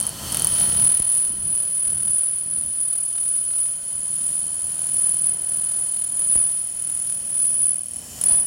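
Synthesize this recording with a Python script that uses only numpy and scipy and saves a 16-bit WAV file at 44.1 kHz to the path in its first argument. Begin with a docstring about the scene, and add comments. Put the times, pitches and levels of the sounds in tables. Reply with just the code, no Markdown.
"""Laser rust removal in a workshop

A hand-held pulsed laser strips rust from a steel plate. Each pulse pops off a speck of rust, so the pulse
rate sings as a high whine; a mirror sweeps the spot to and fro forty times a second and chops it into a buzz.
Shaped noise makes the air's hiss and rumble, the sizzle and sparks; filtered clicks make snaps at the turns;
sines make faint machine tones and, falling in pitch, a few dull knocks."""
import sys
import numpy as np
from scipy import signal
from scipy.fft import rfft, irfft, next_fast_len
from scipy.io import wavfile
from scipy.ndimage import uniform_filter1d, map_coordinates

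SR = 44100
rng = np.random.default_rng(int(sys.argv[2]) if len(sys.argv) > 2 else 0)


def bounce(signal):
    """Save signal as a 16-bit WAV file at the path given by the first command-line argument."""
    frames = np.transpose(np.atleast_2d(signal))
    limited = np.clip(frames, -1, 1)
    pcm = np.round(limited * 32767).astype(np.int16)
    wavfile.write(sys.argv[1], SR, pcm)


N = 373086
TIME = np.arange(N) / SR


def from_db(db):
    """Level law: decibels to amplitude gain."""
    return 10 ** (np.asarray(db) / 20)


def rms_one(x):
    """Normalisation: scale to unit root mean square."""
    return x / np.sqrt(np.mean(np.abs(x) ** 2) + 1e-20)


def in_time(rows):
    """Linear interpolation: the columns after time, at every sample."""
    s, *columns = np.transpose(rows)
    return [np.interp(TIME, s, column) for column in columns]


def low_pass(x, hz, order=2):
    """Butterworth low-pass: a maximally flat pass band."""
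    sections = signal.butter(order, min(hz, .45 * SR), fs=SR, output="sos")
    return signal.sosfilt(sections, x)


def coloured(x, spectrum, boosts=()):
    """Spectral shaping: a smooth spectrum with resonant bumps, scaled to rms 1."""
    size = next_fast_len(N)
    hz = np.maximum(np.arange(size // 2 + 1) * SR / size, 1)
    points = np.array(spectrum)
    # silent below the first point, level above the last
    db = np.interp(np.log(hz), np.log(points[:, 0]), points[:, 1], left=-np.inf)
    for centre_hz, width_hz, boost_db in boosts:
        db = db + boost_db / (1 + (2 * (hz - centre_hz) / width_hz) ** 2)
    return rms_one(irfft(rfft(x, size) * from_db(db), size)[:N])


def drift(per_s):
    """Slow random modulation: normal values of spread 1, joined by straight lines."""
    values = rng.standard_normal(1000)
    return np.interp(TIME * per_s, np.arange(len(values)), values)


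def swell(s, db, half_length_s):
    """Gaussian envelope: the power of a bell-shaped rise and fall."""
    return from_db(db) ** 2 * np.exp(-np.minimum(((TIME - s) / half_length_s) ** 2, 40))


def workshop(x, wet_db=-24, t60=0.18):
    """Diffuse reverberation: exponentially decaying noise as a faint room tail."""
    age = TIME[:SR // 2]
    tail = rng.standard_normal(len(age)) * from_db(-60 * age / t60) * (age > .01)
    return x + from_db(wet_db) * signal.fftconvolve(x, tail / np.linalg.norm(tail))[:N]


# gusts of the air stream: (time [s], peak level [dB])
GUST_PEAKS = [(0, -46), (.23, -41.5), (.6, -38.5), (1.28, -43.5), (1.87, -43.5), (2.45, -47), (3.92, -53.5),
              (4.2, -54), (5.45, -57), (6.85, -57), (7.4, -53), (8.2, -53)]
GUST_ATTACK_S, GUST_HOLD_S, GUST_RELEASE_DB_PER_S = 0.008, 0.24, 148


def gusts():
    """Wind buffeting of the microphone: each gust's gain comes quickly, holds and dies away."""
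    total = np.zeros(N)
    for s, db in GUST_PEAKS:
        attack = np.clip((TIME - s) / GUST_ATTACK_S, 0, 1)
        release_s = np.maximum(TIME - s - GUST_HOLD_S, 0)
        total += attack * from_db(db - GUST_RELEASE_DB_PER_S * release_s)
    return total


# the gap opens as the tool is drawn back, and its resonances sink: (time [s], pitch factor before wander [ratio])
GAP_PITCH = [(0, 1.01), (.2, 1), (.42, 1.004), (1.2, 1.003), (6.3, 1), (7.6, 1.02), (8.02, 1), (8.18, .99),
             (8.3, 0.94), (8.4, 0.99)]


def retuned(x, wander=0.005):
    """Cavity tuning: resampling shifts a noise's resonances as the gap changes."""
    speed = in_time(GAP_PITCH)[0] + wander * drift(2)
    return map_coordinates(x, [np.cumsum(speed)], order=3, mode="mirror")


# how the tool is held: (time [s], slant [0 = square, 1 = slanted])
TOOL_SLANT = [(1.0, 0.019), (3.5, 0.42), (6.3, 0.34), (7.0, 0.88), (7.9, 1.0), (8.2, 0.99), (8.35, 0.99)]
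# air over the plate, before the trims in air(): (time [s], rush level [dB], hiss level [dB])
AIR_LEVELS = [(0.0, -42.5, -39.5), (0.16, -45, -40), (.245, -41.5, -35.5), (0.33, -39.5, -33),
              (0.64, -41, -36.5), (1.07, -50.5, -46.5), (1.3, -52, -49.5), (2.35, -56, -52.5),
              (2.87, -56, -53.5), (3.65, -55.5, -50.5), (5.07, -50, -48), (6.1, -53.5, -51.5),
              (6.39, -50.5, -49.5), (6.6, -55.5, -50), (7.63, -52, -47.5), (7.82, -56, -51.5),
              (8.19, -48.5, -41.5), (8.3, -45, -44), (8.46, -52, -47.5)]
# a whistling band of the air stream, before its trim: (time [s], level [dB])
WHISTLE_LEVELS = [(0, -55), (1.2, -57), (2.5, -56), (3.3, -50), (4.2, -45), (5.0, -45), (5.25, -48),
                  (5.5, -47), (6.3, -43.5), (6.5, -52), (6.9, -44.5), (7.8, -54.5), (8.22, -37.5),
                  (8.35, -56)]
# spectra of the air's low rumble: (frequency [Hz], relative level per Hz [dB])
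RUMBLE_SPECTRUM = [(24, -45), (40, -9), (65, -1), (85, 2.5), (105, -2.5), (130, 2), (200, -3), (300, -10.5),
                   (500, -18), (1200, -33.5)]
# of its rush: (frequency [Hz], relative level per Hz [dB])
RUSH_SPECTRUM = [(150, -0.5), (350, 1), (650, 5), (1000, 1), (1400, -5.5), (1900, -1), (3000, -64),
                 (6000, -47)]
# of its hiss, before the gap's resonances: (frequency [Hz], relative level per Hz [dB])
HISS_SPECTRUM = [(800, -9.5), (1800, -7), (2500, -3), (3700, 0), (5100, -4.5), (6600, -4), (8500, 8),
                 (10500, 6), (12500, -3), (15500, -1.5)]
# of its whistling band: (frequency [Hz], relative level per Hz [dB])
WHISTLE_SPECTRUM = [(6300, -32), (6850, -6), (7180, 2), (7550, -11), (7950, -8), (8500, -23)]
# gap resonances, tool square, before retuning: (frequency [Hz], width [Hz], boost [dB])
SQUARE_GAP_MODES = [(974, 130, 13.5), (1296, 200, 13.5), (2150, 250, -3), (3080, 300, 14.5),
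                    (3750, 400, -2.5), (4350, 320, 12.5), (4740, 210, 8.5), (5020, 200, -2),
                    (5380, 280, 10.5), (5800, 200, 1), (6230, 440, 11.5), (7160, 180, 4.5), (8500, 300, 3),
                    (10800, 600, -3.5), (12000, 450, 9.5)]
# gap resonances, tool slanted, before retuning: (frequency [Hz], width [Hz], boost [dB])
SLANTED_GAP_MODES = [(2200, 249, -5), (2500, 110, 6.5), (3040, 270, 9), (3720, 510, -6), (4400, 210, 6),
                     (4870, 82, 12), (4980, 130, -6), (5440, 350, 13.5), (5940, 220, 3), (6270, 240, 10.5),
                     (6660, 140, 10), (7900, 170, 6), (9100, 1500, 1), (11100, 400, -9), (11550, 250, 8),
                     (12160, 350, 8)]


def air(rumble_db=2.5, rush_db=-2.5, hiss_db=4.0, whistle_db=-3.0, lumpy_db=1.0, rush_uneven_db=1.8):
    """Turbulent jet noise: rumble on the plate, in step with its rush, and hiss resonating in the nozzle gap."""
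    rush_level, hiss_level = in_time(AIR_LEVELS)
    slant = np.clip(in_time(TOOL_SLANT)[0], 0, 1)
    white = rng.standard_normal((5, N))

    rumble_gain = np.hypot(from_db(rush_level + rumble_db), gusts()) * from_db(lumpy_db * drift(25))
    rumble = rumble_gain * coloured(white[0], RUMBLE_SPECTRUM)
    rush_gain = from_db(rush_level + rush_db + rush_uneven_db * drift(14))
    rush = rush_gain * coloured(white[1], RUSH_SPECTRUM)

    # equal-power blend of the two ways of holding the tool
    square = np.sqrt(1 - slant) * coloured(white[2], HISS_SPECTRUM, SQUARE_GAP_MODES)
    slanted = np.sqrt(slant) * coloured(white[4], HISS_SPECTRUM, SLANTED_GAP_MODES)
    hiss = from_db(hiss_level + hiss_db) * retuned(square + slanted)

    whistle_gain = from_db(in_time(WHISTLE_LEVELS)[0] + whistle_db)
    whistle = whistle_gain * coloured(white[3], WHISTLE_SPECTRUM)
    return rumble + rush + hiss + whistle


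# a gap resonance near 3 kHz rises as the tool returns to the plate: (time [s], frequency [Hz], level [dB])
RISING_RESONANCE = [(7.95, 3000, -71), (8.17, 3090, -57), (8.33, 3440, -55), (8.44, 3500, -64)]
RISING_CUTOFF_HZ = 104   # the band reaches this far to each side of its centre


def rising_hiss():
    """Heterodyning: low-passed complex noise on a gliding carrier is a rising band of hiss."""
    hz, db = in_time(RISING_RESONANCE)
    noise = rng.standard_normal(N) + 1j * rng.standard_normal(N)
    band = rms_one(low_pass(noise, RISING_CUTOFF_HZ))
    carrier = np.exp(2j * np.pi * np.cumsum(hz) / SR)
    return np.sqrt(2) * from_db(db) * (band * carrier).real


# faint machine tones, mostly overtones of the mirror's sweep; levels before swell and waver:
# (frequency [Hz], rms level held square [dB], rms level held slanted [dB])
MACHINE_TONES = [(398.4, -68, -78), (559.9, -73, -68), (677.3, -64.5, -78), (1035.9, -59.5, -84),
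                 (1354.6, -69, -73), (1434.3, -65, -85), (1514, -68, -76), (1912.4, -68, -80),
                 (232.6, -69, -66), (2073, -73, -72), (2406, -71, -72), (2550, -72, -80)]
# a thin whistle swells as the air stream eases; level before waver:
# (time [s], peak rms level [dB], half length to 1/e power [s])
THIN_WHISTLE_SWELL = (0.85, -57.5, 0.3)
THIN_WHISTLE_HZ = 1912


def machine(waver_db=4.0, follows_air=0.37, wobble_turns=0.1):
    """Additive synthesis: unsteady tones swell with the air stream; tilting the tool shifts their balance."""
    slant = np.clip(in_time(TOOL_SLANT)[0], 0, 1)
    hiss_level = in_time(AIR_LEVELS)[1]
    swell_db = follows_air * (hiss_level - np.median(hiss_level))
    tones = [(THIN_WHISTLE_HZ, np.sqrt(swell(*THIN_WHISTLE_SWELL)))]
    for hz, square_db, slanted_db in MACHINE_TONES:
        tilted_db = square_db + (slanted_db - square_db) * np.sqrt(slant)
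        tones.append((hz, from_db(tilted_db + swell_db)))
    out = np.zeros(N)
    for hz, gain in tones:
        turns = hz * TIME + rng.random() + wobble_turns * drift(14)
        out += np.sqrt(2) * gain * from_db(waver_db * drift(5)) * np.sin(2 * np.pi * turns)
    return out


# dull knocks: (time [s], level of the falling tone [dB], decay to 1/e [s])
KNOCK_BLOWS = [(0.9988, -23.5, 0.01), (6.357, -26, 0.015), (6.3798, -34, .008), (6.412, -39, .008),
               (8.313, -32, 0.018), (8.343, -37, 0.011)]


def knocks(turns=0.546, onset_s=0.00034, crack_db=3, crack_s=0.00076):
    """Bending-wave dispersion in steel: after the crack the highs arrive first, so each knock falls in pitch."""
    out, grit = np.zeros(N), low_pass(rng.standard_normal(N), 5300)
    for s, db, decay_s in KNOCK_BLOWS:
        age = np.maximum(TIME - s, 0)
        falling = np.sin(2 * np.pi * turns * np.log1p(age / onset_s))
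        bending = falling * np.exp(-np.minimum(age / decay_s, 20))
        crack = from_db(crack_db) * grit * (age > 0) * np.exp(-np.minimum(age / crack_s, 20))
        out += from_db(db) * (crack - bending)
    return out


# brief narrow bursts of overload noise near 4.6 kHz when the loud whine returns: (time [s], peak rms level [dB])
OVERLOAD_TIMES = [(8.289, -39), (8.315, -36.5)]
OVERLOAD_HALF_S = 0.0045   # to 1/e power
# colour of the bursts: (frequency [Hz], relative level per Hz [dB])
OVERLOAD_SPECTRUM = [(4000, -25), (4560, 1), (5050, -22)]


def overload_bursts():
    """Gated band noise: short bursts of overload noise under Gaussian envelopes."""
    power = sum(swell(s, db, OVERLOAD_HALF_S) for s, db in OVERLOAD_TIMES)
    return np.sqrt(power) * coloured(rng.standard_normal(N), OVERLOAD_SPECTRUM)


# the beam is on the rust: (start [s], end [s])
RUST_SPANS = [(0.481, 8.0), (8.255, 8.47)]
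# the plume flares each time the hand brings the spot onto fresh rust; level before flicker:
# (time [s], peak level [dB], half length to 1/e power [s])
PLUME_FLARES = [(0.602, -19, 0.091), (0.852, -16.5, 0.12), (1.001, -24, 0.025), (1.17, -18, 0.11),
                (1.587, -22.5, 0.15), (1.837, -22.5, .1), (2.186, -21.5, 0.2), (2.574, -24.5, 0.079),
                (2.86, -23, 0.16), (3.307, -23, 0.21), (3.63, -22, 0.098), (4, -28.5, 0.16),
                (4.355, -23.5, 0.18), (4.75, -26, 0.15), (5.056, -20, 0.14), (5.27, -20.5, 0.059),
                (5.566, -22.5, 0.053), (5.79, -23.5, 0.31), (6.344, -17.5, 0.11), (6.563, -25, 0.097),
                (7.006, -24.5, 0.22), (7.426, -19.5, 0.091), (7.635, -19.5, 0.095), (7.96, -33.5, 0.037),
                (8.322, -15.5, 0.084)]
BARE_DB = -35.5   # burn on steel that is already clean


def burn(flicker_db=0.98):
    """Power addition: flares over a low base give the burn gain; none while the beam is off the rust."""
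    on = sum((TIME >= start) & (TIME <= end) for start, end in RUST_SPANS)
    power = from_db(BARE_DB) ** 2 + sum(swell(*flare) for flare in PLUME_FLARES)
    return on * np.sqrt(power) * from_db(flicker_db * drift(22))


# snaps and sizzle take only a share of the burn's swing about its usual level
USUAL_BURN_DB, SNAP_FOLLOWS, SIZZLE_FOLLOWS = -23, 0.67, .8


def steadied(burn_gain, share):
    """Level compression: follow only a share of the burn's swing in dB."""
    usual = from_db(USUAL_BURN_DB)
    return usual * (burn_gain / usual) ** share


SPARKS_PER_S, SPARK_DB = 1400, -29.5   # level relative to the burn
# colour of the bursting flakes: (frequency [Hz], relative level per Hz [dB])
SPARK_SPECTRUM = [(400, 1), (1200, 1), (4000, 3), (8000, -11.5), (15000, 1.5)]


def sparks(burn_gain, size_db=4.0):
    """Random shot noise: flakes of rust burst under the beam in a fine, dense crackle."""
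    born = rng.random(N) < SPARKS_PER_S / SR
    sizes = from_db(size_db * np.minimum(rng.exponential(1, N), 4)) * rng.choice([-1, 1], N)
    return from_db(SPARK_DB) * burn_gain * coloured(born * sizes, SPARK_SPECTRUM)


SWEEP_HZ, FIRST_TURN_S = 39.8418, .02008


def since_turn(delay_s):
    """Cyclic motion: seconds since the mirror last passed a given moment of its cycle."""
    return (TIME - FIRST_TURN_S - delay_s) % (1 / SWEEP_HZ)


def relief(place, ridges=7.01, renew_per_s=5.0, slide=0.18, depth_db=3.5, steepness=0.83):
    """Surface scanning: pits dim the burn on the way out and back, and slide as the hand moves."""
    surface = rng.standard_normal((64, 64))
    along = ridges * (1 + place + slide * drift(3))
    height = map_coordinates(surface, [renew_per_s * TIME, along], order=2, mode="mirror")
    return from_db(depth_db * np.tanh(steepness * np.minimum(height, 0)))


# part of the swept line in focus; places are shares of the line, 0 = near end, 1 = far end:
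# (time [s], centre [share of line], half width [share of line])
FOCUS_SPOT = [(.48, 0.49, 0.67), (.87, 0.11, 0.61), (.97, .02, 0.44), (1.025, 0.02, 0.34), (1.06, .1, 0.48),
              (1.13, 0.28, 0.83), (1.95, .25, 0.52), (2.25, 0.81, 0.57), (2.75, 0.38, 0.65),
              (2.88, 0.02, 0.45), (3.0, .02, 0.5), (3.3, 0.34, 0.61), (4.0, 0.31, 0.54), (4.67, 0.63, 0.36),
              (5.3, 0.22, 0.52), (5.9, 0.22, 0.47), (6.15, 0.13, 0.69), (6.35, 0.8, 0.48),
              (6.8, 0.15, 0.58), (7.6, 0.51, 0.41), (7.72, 0.63, 0.2), (7.84, 0.68, 0.1), (8.0, 0.76, 0.12),
              (8.255, 0.89, 0.46), (8.46, 0.28, 0.46)]


def sweep(near_pause_s=0.001177, far_width=0.14, far_dip=0.42, edge_hz=3000, pause_wander=0.19):
    """Triangular scanning: the spot's place on its line, its focus, and its blanking at both ends."""
    place = 1 - np.abs(2 * SWEEP_HZ * since_turn(near_pause_s / 2) - 1)
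    centre, half_width = in_time(FOCUS_SPOT)
    offset = (place - centre) / half_width
    focus = np.exp(-offset ** 4 / 2) * relief(place)
    pause_s = near_pause_s * (1 + pause_wander * drift(10))
    near = np.clip((pause_s - since_turn(0)) * SR, 0, 1)
    far = np.exp(-((1 - place) / far_width) ** 2)
    shutter = low_pass(1 - near - far_dip * far, edge_hz)
    return place, focus, shutter


# runs of hard snaps, where one end of the line lies on a thick crust; level of the clicks before
# unevenness and filtering: (time [s], peak level [dB], half length to 1/e power [s], end of the line)
CRUST_RUNS = [(0.362, 4, 0.017, "near"), (0.44, -13, .03, "near"), (.71, -10, 0.093, "near"),
              (0.833, -6, 0.068, "near"), (1.01, -9.5, 0.035, "near"), (1.248, -20, .025, "near"),
              (1.596, -21, 0.098, "near"), (1.88, -17, 0.045, "near"), (2.04, -15, .06, "near"),
              (2.94, -16, 0.038, "near"), (3.178, -13, 0.023, "near"), (3.245, -16.5, .03, "near"),
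              (3.393, -20.5, .04, "near"), (3.55, -15, 0.043, "near"), (3.69, -20.5, .05, "near"),
              (4.21, -18, 0.051, "near"), (4.84, -18, 0.078, "near"), (5.64, -17, 0.11, "near"),
              (5.993, -17.5, .06, "near"), (6.215, -19, 0.029, "near"), (6.5, -21, .035, "near"),
              (6.87, -20.5, .07, "near"), (7.07, -20, 0.14, "near"), (7.359, -18, .05, "near"),
              (0.601, -3, 0.04, "far"), (1.153, -20, .05, "far"), (2.24, -29, .08, "far"),
              (8.226, -10.5, 0.023, "far")]


def crust(end):
    """Power addition: the gain of the hard snaps at one end of the line."""
    return np.sqrt(sum(swell(*run) for *run, where in CRUST_RUNS if where == end))


def ring(clicks, modes):
    """Modal resonance: clicks set decaying sines ringing."""
    out = 0
    for hz, db, t60 in modes:
        radius = from_db(-60 / (t60 * SR))
        angle = 2 * np.pi * hz / SR
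        poles = [1, -2 * radius * np.cos(angle), radius * radius]
        out = out + from_db(db) * signal.lfilter([0, np.sin(angle)], poles, clicks + 1e-18)
    return out


# the vapour snaps as the beam cuts out at each end of its line; click level over the steadied burn
NEAR_SNAP_DB, FAR_SNAP_DB = 0, -9
# the plate's answer to a snap: (frequency [Hz], level relative to the click [dB], t60 [s])
PLATE_MODES = [(1060, -49, 0.0077), (1460, -53, 0.0048), (1950, -41, 0.014), (3100, -39, 0.0069),
               (4180, -31.5, 0.0097), (4820, -38, .008)]
# notches that reflections off the nozzle cut into the snaps: (frequency [Hz], width [Hz])
NOZZLE_NOTCHES = [(1140, 63), (2140, 120), (5050, 150)]


def snaps(burn_gain, uneven_db=1.7, restart_s=0.00138, restart_db=-9, brightness=0.048, reach=0.83):
    """Impulse excitation: a sharp snap at each turn of the mirror, a softer one as the beam takes hold again."""
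    clicks = np.zeros(N)
    # snaps fade when the focus is too narrow to reach the ends
    reached = np.minimum(in_time(FOCUS_SPOT)[1] / reach, 1) ** 2
    for end, db, delay_s in (("near", NEAR_SNAP_DB, 0), ("far", FAR_SNAP_DB, .5 / SWEEP_HZ)):
        turn = np.diff(since_turn(delay_s), prepend=0) < 0
        ordinary = from_db(db) * steadied(burn_gain, SNAP_FOLLOWS) * reached
        clicks += turn * np.hypot(ordinary, crust(end)) * from_db(uneven_db * drift(40))
    lag = round(restart_s * SR)
    clicks[lag:] += from_db(restart_db) * clicks[:-lag]
    out = signal.lfilter([1, -brightness], [1], clicks) + ring(clicks, PLATE_MODES)
    for hz, width_hz in NOZZLE_NOTCHES:
        out = signal.lfilter(*signal.iirnotch(hz, hz / width_hz, fs=SR), out)
    return out


def rust(memory):
    """Autoregression from sweep to sweep: memory sets how nearly each meets the same roughness again."""
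    period = round(SR / SWEEP_HZ)
    run_in = 40   # sweeps
    fresh = rng.standard_normal((N // period + 1 + run_in, period))
    surface = signal.lfilter([1], [1, -memory], fresh, axis=0)
    return rms_one(surface[run_in:].ravel()[:N])


# the beam only grazes its focus and bites once a sweep; levels before echoes and blanking:
# (first bite [s], end [s], peak level [dB], loss per bite [dB], bite length to 1/e [s])
GRAZING_BITES = [(.0015, 0.062, -10.5, 5.5, 0.0027), (0.01, .05, -16, 7, 0.0063),
                 (0.067, .11, -13.5, 5, 0.002), (0.073, .085, -10.5, 0, 0.002),
                 (0.3204, 0.488, -12.5, -0.4, 0.0053), (8.017, 8.1, -29, 3, .002),
                 (4.621, 4.76, -21, 0, 0.0032), (8.213, 8.255, -8.5, -1.5, 0.0048)]


def bites(rise_s=0.000058):
    """Periodic gating: a brief bite each time the sweep passes the one place in focus."""
    out = np.zeros(N)
    for start, end, db, loss_db, length_s in GRAZING_BITES:
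        during = (TIME >= start) & (TIME < end)
        passes, age = np.divmod(TIME[during] - start, 1 / SWEEP_HZ)
        shape = np.minimum(age / rise_s, 1) * np.exp(-np.minimum((age / length_s) ** 2, 20))
        out[during] += from_db(db - loss_db * passes) * shape
    return out


def steel_echoes(wave, echo_db=-18, hand_turns=0.28, count=8):
    """Multipath interference: nearby steel returns the whine; echo phases wander as the hand moves."""
    out = wave.astype(complex)
    for lag in (np.geomspace(.0012, .022, count) * SR).astype(int):
        turn = np.exp(2j * np.pi * (rng.random() + hand_turns * drift(2.8)))
        out[lag:] += from_db(echo_db) * (turn[lag:] * wave[:-lag])
    return out


def evened(wave):
    """Automatic levelling: divide by the running rms over two sweeps."""
    power = uniform_filter1d(np.abs(wave) ** 2, 2 * round(SR / SWEEP_HZ))
    return wave / np.sqrt(power + 1e-6)


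PULSE_HZ = 9887.3
# sizzle of the rust: (frequency [Hz], relative level per Hz [dB])
SIZZLE_SPECTRUM = [(5000, -33), (7500, -16), (8200, -15), (8700, -0.5), (9100, 0.5), (9500, 9), (9900, 14),
                   (10300, -13), (10700, -8), (11200, -4.5), (11600, -25), (12500, -12.5), (15500, -31)]
# coarseness of the rust under the beam: (time [s], extra sizzle [dB])
RUST_COARSENESS = [(.6, 7), (.85, -0.5), (3.3, 2.5), (4.0, -1.5), (4.25, 5), (4.55, 0), (4.8, 5.5),
                   (5.1, 2.5), (5.27, -0.5), (5.6, 0), (6.55, 2), (7.0, -1), (7.42, 1.5), (7.65, -1),
                   (7.85, 4.5), (8.3, 1)]
# (frequency [Hz], relative level per Hz [dB])
PUFF_SPECTRUM = [(200, 6.0), (650, 4.5), (1500, -4.0), (2200, -4), (4000, -1.0), (15000, -6.5)]


def laser(burn_gain, patch_hz=170, patchy=0.27, sizzle_db=-11.5, sizzle_uneven_db=0.6, bite_grit=0.85,
          crackle_db=-20.0, idle_db=-44, spit=0.8, crust_spit=2.7, spit_s=0.0046, path_turns=0.24):
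    """Amplitude and phase modulation: the pulse tone is chopped by the sweep and roughened by the rust."""
    place, focus, shutter = sweep()
    pulses = np.sqrt(2) * np.exp(2j * np.pi * PULSE_HZ * TIME)

    # thick and thin patches of rust change the strength and timing of the pops
    patches = rms_one(low_pass(rust(memory=0.94) + 1j * rust(memory=0.56), patch_hz))
    whine = burn_gain * evened(steel_echoes(focus * shutter * (1 + patchy * patches)))
    # the path to the microphone lengthens and shortens as the spot travels
    whine = whine * np.exp(2j * np.pi * path_turns * place)
    # out of focus the beam still sings faintly
    whine = whine + from_db(idle_db) * shutter * (1 + patches / 2)

    # fine grain spreads the tone into a wide skirt of side tones
    grain = coloured(low_pass(rust(memory=0.37), 4300, order=4) * pulses.real, SIZZLE_SPECTRUM)
    # the spot spits most where it lingers on a crust at the turn
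    near_crust = crust("near")
    spitting = spit + crust_spit * near_crust / (near_crust + burn_gain)
    burning = evened(focus * (0.33 + shutter + spitting * np.exp(-since_turn(0) / spit_s)))
    sizzle_gain = from_db(sizzle_db + in_time(RUST_COARSENESS)[0] + sizzle_uneven_db * drift(12))
    sizzle = sizzle_gain * steadied(burn_gain, SIZZLE_FOLLOWS) * burning

    bite = bites() / np.sqrt(2)
    tone = ((whine + steel_echoes(bite * shutter)) * pulses).real
    # the puffs of vapour also buzz faintly at multiples of the sweep rate
    puffs = coloured(rust(memory=0.98), PUFF_SPECTRUM)
    crackle = from_db(crackle_db) * (sizzle + .5 * bite) * puffs
    return tone + (sizzle + bite_grit * bite) * grain + crackle


def scene():
    """Superposition of all sources at one close microphone; air and machine tones bypass the room."""
    burn_gain = burn()
    cleaning = laser(burn_gain) + snaps(burn_gain) + sparks(burn_gain) + overload_bursts()
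    background = air() + rising_hiss() + machine()
    return (workshop(cleaning + knocks()) + background)[None]


CUTOFF_HZ = 15850


def record(dry, top=0.66):
    """Soft saturation and band limiting: the highest peaks are rounded off and the top is cut."""
    rounded = dry / (1 + (dry / top) ** 6) ** (1 / 6)
    return signal.sosfilt(signal.ellip(12, .1, 80, CUTOFF_HZ, fs=SR, output="sos"), rounded)


dry = scene()
out = record(dry)
bounce(out)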